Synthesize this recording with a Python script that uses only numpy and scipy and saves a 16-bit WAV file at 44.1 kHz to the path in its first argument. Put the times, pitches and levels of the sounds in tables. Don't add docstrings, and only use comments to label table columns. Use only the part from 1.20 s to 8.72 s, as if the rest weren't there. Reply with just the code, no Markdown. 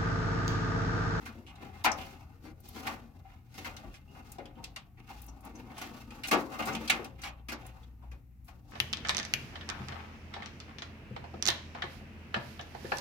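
import sys
import numpy as np
from scipy import signal
from scipy.fft import rfft, irfft, next_fast_len
from scipy.io import wavfile
from scipy.ndimage import uniform_filter1d, map_coordinates

SR = 44100
rng = np.random.default_rng(int(sys.argv[2]) if len(sys.argv) > 2 else 0)


def output_pcm(signal):
    pcm = np.clip(np.atleast_2d(signal).T, -1, 1) * 32767
    wavfile.write(sys.argv[1], SR, np.round(pcm).astype(np.int16))


N = 331632
LEFT_RIGHT = np.array([[.5], [-.5]])


# f/Hz, level/dB (relative)
SLIDE_COLOUR = [(70, -8.5), (140, -2), (300, -0.5), (420, -4), (800, 0), (1500, -1.5), (2600, -2.5),
                (3800, -9), (6300, -15.5), (8800, -24.5), (12500, -20), (16000, -21)]


def dragging(rub_db=-1, scrape_db=-1, hiss_db=-1, spiky_db=6, catch_db=2, focus=3.8, room_db=-7, spots_count=6):
    grit = amp(spiky_db * np.repeat(rng.standard_normal(N // 16 + 1), 16)[:N])
    grit *= amp(catch_db * wobble(70))
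    slips = grit * rng.standard_normal(N)

    nearness = amp(12 * np.array([wobble(6) for _ in range(spots_count)]))
    sound = np.zeros((2, N))
    for share in nearness / np.linalg.norm(nearness, axis=0):
        answer = case_answer(walls_t60=0.02, modes_db=2.0)
        room = fading(ROOM_DECAY, 1, answer.shape[1])
        answer = coloured(answer + amp(room_db) * room, SLIDE_COLOUR)
        sound += signal.oaconvolve(answer, (share * slips)[None], axes=1)[:, :N]
    rub, scrape, _ = map(unit, registers(sound))

    blurred = np.sqrt(np.abs(uniform_filter1d(grit ** 2, size=420)))
    hiss = unit(registers(coloured(diffuse(N) * blurred, SLIDE_COLOUR))[2])

    rub_effort_db, scrape_effort_db, pitch, hiss_effort_db = effort()
    hollow = signal.sosfilt(signal.butter(2, 1200, "low", fs=SR, output="sos"), scrape)
    thin = signal.sosfilt(signal.butter(2, 1900, "high", fs=SR, output="sos"), scrape)
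    angle = np.arctan((pitch / 1300) ** focus)
    scrape = unit(np.cos(angle) * unit(hollow) - np.sin(angle) * unit(thin))

    moving = amp(rub_effort_db + rub_db) * rub
    moving += amp(scrape_effort_db + scrape_db) * scrape
    return moving + amp(hiss_effort_db + hiss_db) * hiss


# start t/s, length t/s, scrape level/dB, scrape pitch f/Hz (blends hollow and thin),
# rub level/dB over the scrape, hiss level/dB over the scrape; levels before the trims in dragging()
PUSHES = [ (-.015, 0.13, -54.5, 1110, 1.5, -10.5), (0.257, 0.12, -60.5, 1250, -22, -22),
          (0.391, 0.062, -49.5, 1063, 4, -13.5), (0.511, 0.27, -55.5, 1125, -2, -11.5),
          (0.752, 0.14, -48.5, 1200, 0.5, -7.5), (0.87, 0.14, -58, 1050, -3, -8.5),
          (1.207, 0.036, -64, 1000, 9.5, -2.5), (1.421, 0.21, -63.5, 1146, 5.5, 2.5),
          (1.531, 0.19, -52.5, 1257, 5.5, -2.5), (1.639, 0.013, -37.5, 1150, -3, -11),
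          (1.698, 0.036, -61, 947, 12.5, -17), (2.039, .1, -60, 1063, -15, -15),
          (2.329, 0.14, -54, 1395, -1.5, -2), (2.44, 0.051, -50, 1200, 1, -12),
          (2.535, .14, -56.5, 1032, -4, -12), (2.699, 0.024, -62.5, 2084, 2, -2),
          (2.885, 0.067, -67.5, 803, 13.5, -2), (2.937, 0.037, -50.5, 830, -4, -14.5),
          (3.03, 0.14, -60.5, 1098, 2.5, -4.5), (3.225, 0.089, -61, 900, 1.5, -21),
          (3.35, 0.043, -60, 880, 8.5, -39), (3.757, .05, -69, 1500, 10.5, -11),
          (3.871, 0.11, -52.5, 1264, -3, -5.5), (4.059, 0.082, -61.5, 771, 8, -10.5),
          (4.22, 0.066, -54.5, 906, 5, -11.5), (4.326, 0.073, -54.5, 1007, 4, -12.5),
          (4.419, 0.19, -57.5, 766, 5, -18), (4.555, 0.082, -46, 1300, -6, -6.5),
          (4.723, 0.089, -52.5, 1100, -14, -6.5), (4.9, 0.083, -55.5, 1000, -6, -7.5),
          (5.152, 0.054, -52, 900, 10, 0), (5.3, 0.15, -45, 950, -9, -12),
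          (5.378, 0.063, -38.5, 1050, -5, -14), (5.445, 0.11, -40, 1037, 3, -13.5),
          (5.586, 0.18, -46.5, 1100, -7.5, -8), (5.77, 0.1, -54, 1050, 6.5, -13),
          (5.969, .05, -57.5, 1622, -14, -11), (6.02, 0.031, -51.5, 1600, 1.5, -16),
          (6.372, 0.11, -55, 1202, 0, -10.5), (6.521, 0.13, -63.5, 950, 2, -9.5),
          (6.801, 0.043, -63, 950, -1, -21.5), (6.897, 0.027, -66.5, 1000, 5, -9),
          (7.257, 0.0255, -61.5, 842, -1, -8.5), (7.317, 0.16, -77, 807, 17.5, -5),
          (7.464, 0.048, -65, 875, 3.5, -2)]
# rub, scrape, hiss [dB per s]
RELEASE_RATES = [111, 160, 165.5]
# t/s, scrape level/dB before its waver
CREEP_LEVELS = [(0, -62.5), (.55, -71), (.95, -65.5), (1.35, -77), (1.85, -69.5), (2.25, -76), (2.6, -64.5),
                (2.85, -77.5), (3.1, -71), (3.33, -75.5), (3.5, -64), (3.72, -82.5), (4.4, -67), (5.6, -56),
                (5.9, -70), (6.22, -79), (6.55, -74.5), (6.77, -84), (7.15, -87.5), (7.52, -77)]
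CREEP_HZ, CREEP_RUB_DB, CREEP_HISS_DB, CREEP_WAVER_DB = 880, 6, -10.5, 2
ATTACK_S, SAG_DB_PER_S = 0.035, 22.5
SLACK_DB, SLACK_DB_PER_S = -13.5, 258.5


def effort():
    t = np.arange(N) / SR
    creep_s, creep_level = np.transpose(CREEP_LEVELS)
    creep_db = np.interp(t, creep_s, creep_level) + CREEP_WAVER_DB * wobble(25)
    power = amp(creep_db + np.array([[CREEP_RUB_DB], [0], [CREEP_HISS_DB]])) ** 2
    pitch = CREEP_HZ * power[1]

    for s, length, db, hz, rub_db, hiss_db in PUSHES:
        span = (t > s - 1) & (t < s + length + 1)
        age = t[span] - s
        grip = np.sin(np.pi / 2 * np.clip(age / ATTACK_S, 0, 1)) ** 2
        slack = amp(SLACK_DB + SLACK_DB_PER_S * np.minimum(age, 0))
        rise = np.maximum(grip, slack)
        sag_db = SAG_DB_PER_S * np.minimum(age, length)
        fall_db = sag_db + np.outer(RELEASE_RATES, np.maximum(age - length, 0))
        levels_db = db + np.array([[rub_db], [0], [hiss_db]])
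        push = (rise * amp(levels_db - fall_db)) ** 2
        power[:, span] += push
        pitch[span] += hz * push[1]
    rub, scrape, hiss = 10 * np.log10(power)
    return rub, scrape, pitch / power[1], hiss


# t/s, ring level/dB, thud level/dB over the ring, edge level/dB over the ring,
# chatter length t/s, left minus right level/dB; all before the final left-right tilt
PANEL_HITS = [(.055, -56.5, -19, 1.5, 0.027, -1), (.423, -63, -1.5, -8.5, 0.018, 11.5),
              (0.645, -26.5, -13, -7, 0.015, 0.5), (0.66, -26, -12.5, -36.5, 0.027, 2),
              (1.251, -59, 8.5, -5.5, 0.064, 2), (1.56, -49.5, 2, -7, 0.029, 1),
              (1.668, -37.5, -20, -7.5, 0.014, -1), (2.378, -50, 1.5, -1, .012, -1.5),
              (2.446, -44, -23, -7, 0.031, 2), (2.972, -65, -10, -7, 0.007, 5),
              (3.184, -51, 7, -33, 0.023, 1), (4.501, -58.5, 8.5, -28, 0.011, 0),
              (4.614, -46, -2, 0, 0.01, -1), (5.112, -27, -6.5, -6.5, 0.0073, 0.5),
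              (5.126, -28.5, 0, -11, .024, 0.5), (5.472, -37, -7, -12.5, 0.022, 1.5),
              (5.724, -41, -1.5, -17.5, .07, 1), (5.79, -51, 9, -34, 0.06, 0),
              (6.035, -43, -34, -7, 0.061, -1.5), (6.285, -50.5, 2.5, 0.5, 0.021, 6.5),
              (6.319, -44.5, 1.5, -2, 0.019, -1.5), (6.914, -61.5, -2, -5.5, 0.005, 4.5),
              (7.281, -56, -19.5, -9.5, .012, 3.5)]
# f/Hz, level/dB (relative)
BLOW_COLOUR = [(60, -18.5), (130, -19), (300, 0), (390, -7), (520, -0.5), (680, -2.5), (900, -1),
               (2300, -4.5), (3500, -16.5), (6000, -21), (8800, -30.5), (12000, -24), (16000, -29)]


def knocks(push_share=.45):
    out = np.zeros((2, N))
    for s, db, thud_db, edge_db, length, pan_db in PANEL_HITS:
        answer = case_answer(walls_t60=0.075, modes_db=2.5)
        push = chatter(answer, push_share * length, spiky_db=-0.5, first=0.74, room_db=-5.5)
        rebounds = chatter(answer, length, spiky_db=6.5, first=0.5, room_db=-1)
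        thud = crest(registers(coloured(push, BLOW_COLOUR))[0])
        _, ring, edge = map(crest, registers(coloured(rebounds, BLOW_COLOUR)))
        knock = amp(thud_db) * thud + ring + amp(edge_db) * edge
        add(out, s, amp(db + pan_db * LEFT_RIGHT) * knock)
    return out


# t/s, level/dB at its loudest before the final left-right tilt, f/Hz, Q (sharpness), chatter length t/s
PART_TAPS = [(.06, -46, 1460, 3.3, 0.0094), (.265, -57, 2930, 4, 0.053), (.355, -63.5, 3740, 3.6, 0.006),
             (0.64, -39, 4000, 0.79, 0.004), (0.717, -38, 5700, 8.2, 0.00054),
             (.785, -50.5, 2900, 5.7, 0.069), (1.403, -62, 13300, 3.3, 0.0036),
             (1.486, -51, 13300, 6.3, .005), (2.048, -55, 760, 12, 0.022), (2.341, -60, 4500, 1.4, 0.028),
             (2.565, -50, 3700, 1.7, 0.004), (2.635, -51, 670, 3.8, 0.019),
             (2.645, -40.5, 45.5, 3.4, 0.062), (2.741, -55, 2630, 1.3, 0.038), (2.876, -67, 2800, 33, 0.16),
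             (3.118, -48.5, 13100, 0.84, 0.006), (3.184, -59.5, 3760, 4.3, 0.0013),
             (3.184, -45.5, 740, 9.5, 0.0094), (3.255, -53.5, 3230, 3.5, 0.005),
             (3.355, -69, 2870, 7.1, 0.043), (3.38, -53, 923, 17, 0.028), (3.44, -44, 4020, 2, 0.0043),
             (3.561, -43, 3100, 1.55, 0.004), (3.566, -53.5, 1240, 1.7, 0.02),
             (3.773, -64.5, 1940, 4.6, 0.022), (3.901, -44.5, 864, 5.8, 0.003),
             (4.018, -50.5, 13500, 2.6, 0.0016), (4.041, -59, 13000, 2, .002),
             (4.064, -55, 13000, 3.1, .002), (4.082, -59.5, 6000, 13, 0.019),
             (4.207, -64, 12200, 2.8, 0.0027), (4.249, -55, 12300, 2.4, 0.0036),
             (4.353, -57, 6150, 39, 0.015), (4.58, -52.5, 6050, 1, 0.021),
             (4.905, -52.5, 2640, 2.2, 0.0074), (5.035, -38, 2690, 1.7, 0.035),
             (5.072, -42.5, 9940, 0.64, 0.0023), (5.082, -40, 5970, 0.2, 0.0088),
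             (5.422, -41, 2500, 3.2, 0.0088), (5.455, -46, 11930, 0.23, 0.027),
             (5.529, -51, 6000, 6.1, 0.015), (5.55, -38.5, 3040, 2.2, 0.0032),
             (5.676, -39, 3800, 2.2, 0.011), (5.697, -22, 2450, 1.85, 0.008),
             (5.7, -32.5, 6000, 1.4, 0.0043), (5.844, -47.5, 3040, 0.55, 0.0067),
             (6.017, -52, 4480, 1, 0.016), (6.036, -45.5, 3570, 2, 0.013), (6.073, -46.5, 2760, 3.1, 0.016),
             (6.286, -44, 2280, 2.1, 0.031), (6.464, -53.5, 12800, 1.2, 0.0033),
             (6.55, -62, 985, 8.4, 0.057), (6.632, -63, 3500, 4.2, 0.015), (6.825, -59, 860, 4.2, 0.046),
             (6.916, -66, 2200, 2.9, 0.0055), (7.245, -68, 12500, 2.3, 0.072)]


def ticks(spots_count=12):
    out = np.zeros((2, N))
    spots = [case_answer(walls_t60=0.048, modes_db=3) for _ in range(spots_count)]
    for k, (s, db, hz, q, length) in enumerate(PART_TAPS):
        click = chatter(spots[k % spots_count], length, spiky_db=5.0, first=0.38, room_db=-4.0)
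        resonance = lambda f: 1j * f * hz / (q * (hz * hz - f * f) + 1j * f * hz)
        add(out, s, amp(db) * crest(filtered(click, resonance)))
    return out


# f/Hz, t60 t/s (time to fall 60 dB)
ROOM_DECAY = [(150, 0.34), (400, 0.7), (1000, 0.39), (2800, 0.25), (7000, 0.15), (15000, 0.073)]


def chatter(answer, length, spiky_db, first, room_db):
    count, total = max(int(length * SR), 8), answer.shape[1]
    force, size = rng.standard_normal((2, SR // 4))[:, :count]
    force = force * amp(spiky_db * size) * np.sqrt(1 - np.arange(count) / count)
    force[0] += first * np.linalg.norm(force)
    force = force / np.linalg.norm(force)
    near = signal.fftconvolve(answer, force[None], axes=1)[:, :total]
    room = fading(ROOM_DECAY, 0.91, total) * (1 - np.exp(-np.arange(total) / count))
    return near + amp(room_db) * room


# f/Hz, relative life (times walls_t60)
WALL_LIFE = [(200, 4.1), (900, 2.85), (3000, 1.51), (14000, 0.53)]
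# f/Hz, level/dB over its dense ringing (before modes_db and spread), t60 t/s
CASE_MODES = [(226.6, 14, 0.25), (267, 9.5, 1), (297.6, 13, 0.38), (376, -4.5, 0.87), (539.4, 14, 0.81),
              (664, -1.5, 0.84), (719, 9, 0.32), (758.7, 13, 0.11), (782, 12.5, 0.095), (841, 11, 0.35),
              (940, 0, 0.24), (1126, 7.5, 0.6), (1153, 11.5, 0.2), (1312, 4, 0.09), (1436, 8.5, 0.11),
              (1565, 7, 0.084), (1740, -15.5, 0.51), (1730, -18, 0.26), (2092, 13, 0.14),
              (2284, 5.5, 0.065), (2473, 11, 0.16), (2462, 6.5, 0.14), (2705, 9, 0.067), (2830, 8, 0.11)]


def case_answer(walls_t60, modes_db, spread_db=1):
    t = np.arange(SR // 3) / SR
    answer = np.zeros((2, len(t)))
    add(answer, 0, fading(WALL_LIFE, walls_t60, count=6000))
    chances = rng.standard_normal((len(CASE_MODES), 3))
    for (hz, db, t60), (strength, phase, skew) in zip(CASE_MODES, chances):
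        damping = np.log(1000) / t60
        apart = np.arccos(np.clip(along(LIKENESS, hz), -1, 1))
        ports = np.sign(skew) * apart * LEFT_RIGHT
        ring = np.exp(-damping * t) * np.sin(2 * np.pi * (hz * t + phase) + ports)
        answer += amp(db + modes_db + spread_db * strength) * 2 * damping / SR * ring
    return answer


# f/Hz, level/dB (relative)
AIR_COLOUR = [(13, -28), (22, 11.5), (76, 7), (302, -10.5), (409, -30), (602, -38), (771, -28), (1020, -39),
              (1860, -31), (2520, -34), (3230, -43.5), (6440, -43), (9220, -45.5), (14700, -34),
              (16000, -43)]
# start t/s, length t/s, f/Hz, level/dB before its waver
ROOM_DRONES = [(0, 2.63, 85.95, -54), (2.69, 0.59, 76.7, -58), (3.945, 0.54, 58.1, -51.5),
               (5.5, 1.78, 61.5, -51)]
DRONE_FADE_S = 0.15


def background(air_db=-53.5, mains_hz=120, mains_db=-61):
    t = np.arange(N) / SR
    air = amp(air_db) * unit(filtered(diffuse(N), lambda hz: amp(along(AIR_COLOUR, hz))))
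    drone = np.zeros(N)
    for s, length, hz, db in ROOM_DRONES:
        swell = np.clip(np.minimum(t - s, s + length - t) / DRONE_FADE_S + .5, 0, 1)
        tone = np.sin(2 * np.pi * hz * t + 0.23 * wobble(8.4))
        drone += swell * amp(db + 2.5 * wobble(10.0)) * tone
    hum = amp(mains_db + 3.3 * wobble(11.0)) * np.sin(2 * np.pi * mains_hz * t + .3 * wobble(1.3))
    return air + drone + hum


# f/Hz, likeness (1 the same, 0 unrelated, below 0 opposed)
LIKENESS = [(100, 0.92), (300, 0.84), (600, 0.81), (830, .6), (1200, 0.43), (1700, -0.46), (2500, .25),
            (5000, 0.019), (15000, -0.055)]


def diffuse(count):
    turn = lambda hz: np.arccos(np.clip(along(LIKENESS, hz), -1, 1)) / 2
    shares = lambda hz: np.array([np.cos(turn(hz)), np.sin(turn(hz))])
    mid, side = filtered(rng.standard_normal((2, count)), shares)
    return np.array([mid + side, mid - side])


def fading(t60_points, scale, count):
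    hz, age, z = signal.stft(diffuse(count), SR, nperseg=128)
    t60 = scale * along(t60_points, hz)[:, None]
    tail = signal.istft(z * amp(-60 * age / t60), SR, nperseg=128)[1][:, :count]
    return tail / np.linalg.norm(tail.mean(0))


def amp(db):
    return 10 ** (np.asarray(db) / 20)


def unit(x):
    return x / np.sqrt(np.mean(x.mean(0) ** 2) + 1e-20)


def crest(x):
    return x / np.sqrt(uniform_filter1d(x.mean(0) ** 2, size=400).max() + 1e-20)


def along(points, hz):
    f, v = np.transpose(points)
    return np.interp(np.log(hz + 1), np.log(f + 1), v)


def wobble(rate):
    knots = rng.standard_normal(int(N * rate / SR) + 4)
    return map_coordinates(knots, [np.arange(N) * rate / SR])


def filtered(x, response):
    n = x.shape[-1]
    m = next_fast_len(n + 4096, True)
    return irfft(rfft(x, m) * response(np.fft.rfftfreq(m, 1 / SR)), m)[..., :n]


def coloured(x, points, size=2048):
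    cepstrum = irfft(np.log(amp(along(points, np.fft.rfftfreq(size, 1 / SR)))))
    cepstrum[1:size // 2] *= 2
    cepstrum[size // 2 + 1:] = 0
    kernel = irfft(np.exp(rfft(cepstrum)))
    return signal.fftconvolve(x, kernel[None], axes=1)[:, :x.shape[1]]


def registers(x, low_hz=420, middle_hz=640, high_hz=4000):
    bands = [(low_hz, "low"), ([middle_hz, high_hz], "band"), (high_hz, "high")]
    return [signal.sosfilt(signal.butter(4, hz, kind, fs=SR, output="sos"), x) for hz, kind in bands]


def add(track, s, sound):
    part = track[:, round(s * SR):][:, :sound.shape[1]]
    part += sound[:, :part.shape[1]]


# f/Hz, left minus right level/dB
SIDE_TILT = [(40, 1.5), (150, 4.5), (450, 4), (800, 5.5), (1400, 1), (2600, -2.5), (5000, 1.5), (8000, 6.5),
             (14000, 3)]


def scene():
    sound = dragging() + knocks() + ticks() + background()
    return filtered(sound, lambda hz: amp(along(SIDE_TILT, hz) * LEFT_RIGHT))


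def record(dry, bass_hz=36, top_hz=16100):
    thinned = filtered(dry, lambda hz: hz ** 7 / (hz ** 7 + bass_hz ** 7))
    return filtered(thinned, lambda hz: 1 / (1 + (hz / top_hz) ** 160))


dry = scene()
out = record(dry)
output_pcm(out)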